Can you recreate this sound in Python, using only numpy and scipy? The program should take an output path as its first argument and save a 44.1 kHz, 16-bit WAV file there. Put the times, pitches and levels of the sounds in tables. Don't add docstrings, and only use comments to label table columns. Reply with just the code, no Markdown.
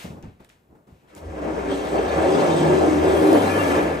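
import sys
import numpy as np
from scipy import signal
from scipy.fft import rfft, irfft
from scipy.io import wavfile
from scipy.ndimage import uniform_filter1d

SR = 44100
rng = np.random.default_rng(int(sys.argv[2]) if len(sys.argv) > 2 else 0)


def put_to_file(sound):
    columns = np.atleast_2d(sound).T
    safe = np.clip(columns, -1, 1)
    whole_steps = np.round(safe * 32767)
    wavfile.write(sys.argv[1], SR, whole_steps.astype(np.int16))


N = 176400
TIME, FREQ = np.arange(N) / SR, np.fft.rfftfreq(N, 1 / SR)
ROOM_ECHO_S = .22

# (frequency [Hz], gain [dB])
FLOOR_TONE = [(42, -64), (60, -31), (90, -6.5), (130, -15.5), (210, -3.5), (260, -5), (330, -9.5), (430, 2),
              (560, -0.5), (760, -4), (1000, -13.5), (1400, -21), (3000, -60)]


def amp(db):
    return 10 ** (np.asarray(db) / 20)


def unit(x):
    return x / np.sqrt(np.mean(x ** 2) + 1e-20)


def over_hz(table):
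    hz, value = np.transpose(table)
    return np.interp(np.log(FREQ + 1), np.log(hz + 1), value)


def over_time(table, column=1):
    rows = np.array(table)
    return np.interp(TIME, rows[:, 0], rows[:, column])


def level(table, column=1):
    fade_in = np.clip((TIME - table[0][0]) * 20 + 1, 0, 1)
    return amp(over_time(table, column)) * fade_in


def envelope(start, rise, hold, t60):
    t = TIME - start
    return np.clip(t / rise, 0, 1) * amp(-60 * np.maximum(t - rise - hold, 0) / t60)


def noise():
    return rng.standard_normal((2, N))


def colour(x, tone, tilt_db=0):
    octaves = np.log2(np.maximum(FREQ, 100) / SR)
    return unit(irfft(rfft(x) * amp(over_hz(tone) + tilt_db * octaves), N))


def flutter(rate_hz, depth_db):
    slow = irfft(rfft(rng.standard_normal(N)) / (1 + (FREQ / rate_hz) ** 4), N)
    return amp(depth_db * unit(slow))


def ring(x, t60):
    t = TIME[:SR // 2]
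    tail = rng.standard_normal((2, len(t))) * amp(-60 * t / t60)
    return signal.fftconvolve(x, tail / np.linalg.norm(tail[0]), axes=1)[:, :N]


def resonate(x, hz, width_hz):
    turn = np.exp(2j * np.pi * np.cumsum(hz * np.ones(N)) / SR)
    decay = np.exp(-np.pi * width_hz * np.sqrt(2) / SR)
    narrow = signal.lfilter([(1 - decay) ** 2], [1, -2 * decay, decay * decay], x / turn)
    return unit((turn * narrow).real)


def sustained(hz, width_hz, steadiness=.7):
    note = resonate(noise(), hz, width_hz)
    power = uniform_filter1d(abs(signal.hilbert(note)) ** 2, size=900, axis=1)
    evened = note / (abs(power) + 0.014) ** (steadiness / 2)
    return resonate(evened, hz, 4 * width_hz)


def room():
    # (frequency [Hz], gain [dB])
    hush_tone = [(25, -23), (60, -1), (150, -2.5), (400, -5), (900, -12.5), (5000, -36), (15000, -31)]
    return amp(-62) * colour(noise(), hush_tone)


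def footsteps():
    # (time [s], level [dB], rise [s], t60 [s], tilt [dB per octave])
    steps = [(0.041, -33.5, 0.0068, 0.39, 0), (0.1, -37, 0.0071, 0.61, 0), (0.164, -40, 0.0054, 0.39, 1),
             (0.235, -34.5, 0.0043, 0.25, -3), (.275, -39, 0.0059, 0.24, -20),
             (.401, -45, 0.0027, 0.12, 2.5), (.68, -49.5, 0.047, 0.33, 0.5),
             (0.749, -51.5, 0.0043, 0.38, 2.5), (0.869, -50, .008, 0.51, 2),
             (.915, -47.5, 0.011, 0.25, -18), (1.02, -55.5, 0.022, 0.58, 2), (1.157, -43, 0.0069, 0.28, 3)]
    # (frequency [Hz], gain [dB])
    thud_tone = [(28, -31), (65, 1), (110, -2), (170, 2.5), (270, -2.5), (400, -7), (700, -12), (1200, -20),
                 (3000, -47), (12000, -53)]
    return sum(amp(db) * envelope(start, rise, 0, t60) * colour(noise(), thud_tone, tilt)
               for start, db, rise, t60, tilt in steps)


def cloth():
    # (time [s], level [dB], rise [s], hold [s], t60 [s], tilt [dB per octave])
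    swishes = [(-.01, -42, 0.012, 0.038, 0.39, -0.5), (0.22, -48.5, 0.01, .005, 0.5, -4.5),
               (0.393, -55, 0.0065, 0.032, 0.35, -4.5), (0.487, -57.5, 0.0027, 0.01, 0.48, -1.5),
               (0.867, -67.5, .006, .15, .4, -1), (1.07, -57, 0.021, 0.02, 0.32, -2.5),
               (1.157, -51.5, .008, 0.018, 0.2, 2)]
    # (frequency [Hz], gain [dB])
    swish_tone = [(100, -8.5), (400, -2.5), (1200, -1.5), (2500, -0.5), (5000, -8.5), (8500, -10),
                  (12000, -13.5), (15500, -17)]
    return sum(amp(db) * envelope(start, rise, hold, t60) * colour(noise(), swish_tone, tilt)
               for start, db, rise, hold, t60, tilt in swishes)


def clicks():
    # (time [s], level [dB], strongest frequency [Hz])
    ticks = [(0.2266, -48, 6460), (0.405, -56, 10000), (.446, -48, 9000), (.448, -42.5, 2100),
             (0.494, -52, 6960), (.5, -45.5, 2200), (1.1503, -39, 8000), (3.33, -26, 9100)]
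    direct = np.zeros((2, N))
    for start, db, hz in ticks:
        octaves_away = abs(np.log2((FREQ + 1) / hz))
        band = unit(irfft(rfft(noise()) * amp(-13 * octaves_away), N))
        direct += amp(db) * envelope(start, rise=1 / SR, hold=0, t60=.008) * band
    return direct + amp(-5) * ring(direct, ROOM_ECHO_S)


def grit(hits_per_s=7000, spread_db=2):
    size = amp(spread_db * np.minimum(rng.exponential(1, N), 5))
    return unit(noise() * size * (rng.random(N) < hits_per_s / SR))


def squeak():
    return amp(-35) * envelope(start=3.59, rise=.0092, hold=.019, t60=.08) * sustained(2740, width_hz=56)


def tyre_scrape():
    # (time [s], level [dB])
    rubbing = [(1.67, -60), (1.71, -38.5), (1.8, -49), (2.1, -43), (2.6, -40), (2.97, -49.5), (3.1, -41),
               (3.72, -42.5), (4, -51)]
    # (pitch [Hz], relative level [dB])
    notes = [(2735, -1), (3100, 0), (3250, 0), (3400, -4), (3670, -3), (4090, -5), (4480, -7), (4890, -7),
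             (5930, -8), (7910, -8), (8160, -9)]
    rub = grit()
    squeal = sum(amp(db) * resonate(rub, hz, width_hz=75) * flutter(rate_hz=11, depth_db=3.5)
                 for hz, db in notes)
    return level(rubbing) * unit(squeal)


def tubes():
    # (time [s], relative level [dB])
    ringing = [(1.2, -81), (1.6, -51), (2.04, -55), (2.12, -32), (2.3, -53), (2.68, -36), (2.96, -58),
               (3.1, -37), (3.42, -43.5), (3.55, -29), (3.8, -32), (4, -51)]
    # (pitch [Hz], relative level [dB])
    notes = [(1179, -37), (1367, -43), (1690, -43), (2020, -49), (2160, -49), (2325, -46), (2450, -45)]
    shake = grit()
    others = unit(sum(amp(db) * resonate(shake, hz, width_hz=17.6) for hz, db in notes))
    return level(ringing) * (amp(-3.5) * sustained(1733, width_hz=14) + amp(-2) * others)


def bumps():
    # (time [s], level [dB])
    joints = [(1.495, -37), (1.939, -24), (2.416, -32), (2.809, -19.5), (3.211, -22), (3.528, -28)]
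    jolts = sum(amp(db) * envelope(start, rise=.0037, hold=.036, t60=.34) for start, db in joints)
    return jolts * colour(noise(), FLOOR_TONE, tilt_db=0.3)


def floor_rumble():
    # (time [s], relative level [dB])
    shaking = [(1.1, -64), (1.2, -45.5), (1.49, -29.5), (1.89, -30.5), (1.96, -25.5), (2.16, -24),
               (2.24, -22), (2.71, -20), (3.01, -26.5), (3.02, -21.5), (3.3, -23), (3.32, -19), (3.63, -23),
               (3.81, -22.5), (4.0, -33.5)]
    # (pitch [Hz], width [Hz], relative level [dB])
    notes = [(435, 195, -9), (557.5, 16.5, 4.5), (615.4, 34, 0), (668.2, 11, -2.5), (768.4, 25, 1),
             (928, 80, -1), (1036, 12, -10)]
    boards = unit(sum(amp(db) * resonate(grit(), hz, width) for hz, width, db in notes))
    return level(shaking) * (amp(0.22) * colour(grit(), FLOOR_TONE) + amp(-4.5) * boards)


def rolling():
    # (time [s], rattle [dB], hiss [dB], fizz [dB])
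    tyres = [(1.05, -74, -88, -99), (1.16, -58, -68, -79), (1.26, -53.5, -63.5, -72),
             (1.49, -41.5, -54.5, -70), (1.67, -41, -53.5, -65), (1.72, -41, -50.5, -59.5),
             (1.94, -40, -49.5, -56), (1.98, -37.5, -52, -61.5), (2.4, -34.5, -43, -54),
             (3.02, -35.5, -45.5, -54.5), (3.23, -35, -46, -45.5), (3.72, -31, -42, -46.5),
             (4.0, -40, -55.5, -61.5)]
    # (frequency [Hz], gain [dB])
    rattle_tone = [(400, -51), (900, -0.5), (1150, 3), (1450, -3), (1700, 0.5), (2100, -6.5), (2500, -7.5),
                   (2800, -14), (4500, -29), (9000, -37)]
    # (frequency [Hz], gain [dB])
    hiss_tone = [(1500, -28), (3200, 3.5), (4200, 0), (5200, -3), (6600, -0.5), (7300, -4.5), (8300, -2),
                 (9600, -9.5), (12000, -43)]
    # (frequency [Hz], gain [dB])
    fizz_tone = [(5000, -40), (8200, -2), (10800, 10), (14400, -2.5), (15600, -15)]
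    rumble = floor_rumble()
    rattle = amp(3.5) * level(tyres, column=1) * colour(ring(grit(), ROOM_ECHO_S), rattle_tone)
    hiss = amp(2) * level(tyres, column=2) * colour(ring(grit(), t60=.077), hiss_tone)
    fizz = amp(1) * level(tyres, column=3) * colour(ring(grit(), t60=.041), fizz_tone)
    judder, flicker = flutter(rate_hz=12, depth_db=1), flutter(rate_hz=40, depth_db=.4)
    return (rumble + rattle) * judder + (hiss + fizz) * flicker


def wheels():
    # (time [s], pitch [Hz], level [dB])
    droning = [(1.2, 75, -55), (1.245, 75, -36), (1.29, 76, -31.5), (1.35, 67.5, -43), (1.6, 64.6, -39.5),
               (1.88, 60, -44), (2.05, 66.5, -36.5), (2.2, 75, -32.5), (2.26, 81, -42), (2.33, 82, -38),
               (2.45, 81, -50), (2.8, 84, -33.5), (2.93, 76.6, -36), (3.0, 77.4, -31), (3.19, 83, -33),
               (3.26, 93, -40.5), (3.43, 100.5, -33.5), (3.62, 97, -34), (3.8, 74.4, -38)]
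    # (time [s], lower [dB], upper [dB])
    boom = [(1.15, -54, -53), (1.5, -29, -36), (1.63, -36.5, -31.5), (1.7, -27, -28), (1.88, -36, -37),
            (1.97, -28.5, -25.5), (2.13, -39, -32.5), (2.22, -35, -21.5), (2.36, -23.5, -19.5),
            (2.47, -29.5, -28.5), (2.68, -23.5, -21.5), (2.78, -28.5, -17.5), (2.9, -17, -28),
            (3.12, -27, -19), (3.33, -15, -21), (3.44, -29, -31), (3.82, -24.5, -30), (4.0, -38.5, -34)]
    # (time [s], pitch [Hz])
    slide = [(1.98, 395), (2.18, 322), (2.37, 402), (2.52, 333), (2.72, 368), (3.1, 374), (3.36, 400),
             (3.66, 360)]
    # (time [s], level [dB])
    floor_note = [(1.2, -61), (1.39, -43.5), (2.1, -43.5), (2.45, -30.5), (2.7, -23.5), (2.82, -33),
                  (3.4, -40.5), (4, -35.5)]
    drone = level(droning, column=2) * sustained(over_time(droning), width_hz=10.4, steadiness=1)
    lower_hz = 301 * flutter(rate_hz=7, depth_db=.3)
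    lower = level(boom, column=1) * sustained(lower_hz, width_hz=32)
    upper = amp(-0.5) * level(boom, column=2) * sustained(over_time(slide), width_hz=28)
    hollow = level(floor_note) * sustained(164.2, width_hz=13.7, steadiness=.71)
    return drone + lower + upper + hollow


def microphones(pair):
    # (frequency [Hz], likeness [0 to 1])
    likeness = [(120, .99), (300, 0.75), (480, 0.47), (750, 0.13), (1180, 0.72), (1600, 0.14), (3200, 0.67),
                (5000, 0.47), (6500, 0.52), (8000, 0.77), (10000, 1), (15000, 0.7)]
    # (frequency [Hz], left minus right [dB])
    balance = [(80, 0), (300, 1.2), (1000, 1.5), (2400, 2.2), (5000, 2.5), (7000, 2), (8500, -0.5),
               (15000, 0.5)]
    # (frequency [Hz], phase [radians])
    left_lead = [(0, 0), (330, 0), (620, -.6), (800, -1.4), (1400, -2.6), (2000, -.8), (3150, 1.7),
                 (4300, .3), (5500, .8), (7000, -.5), (8200, 0), (11100, -6.3), (15600, -15.5)]
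    left, other = rfft(pair)
    same, lean = np.clip(over_hz(likeness), 0, 1), amp(over_hz(balance) / 2)
    right = (same * left + np.sqrt(1 - same ** 2) * other) * np.exp(-1j * over_hz(left_lead))
    return irfft(np.array([left * lean, right / lean]), N)


def scene():
    frame = wheels() + rolling() + tubes() + bumps() + squeak() + tyre_scrape()
    person = footsteps() + cloth() + clicks()
    return microphones(frame + person + room())


def record(dry):
    ceiling, cutoff_hz = .72, 15700
    rounded = dry / (1 + (dry / ceiling) ** 6) ** (1 / 6)
    low_pass = signal.firwin(511, cutoff_hz, window=("kaiser", 9), fs=SR)
    return signal.oaconvolve(rounded, low_pass[None], "same")


dry = scene()
out = record(dry)
put_to_file(out)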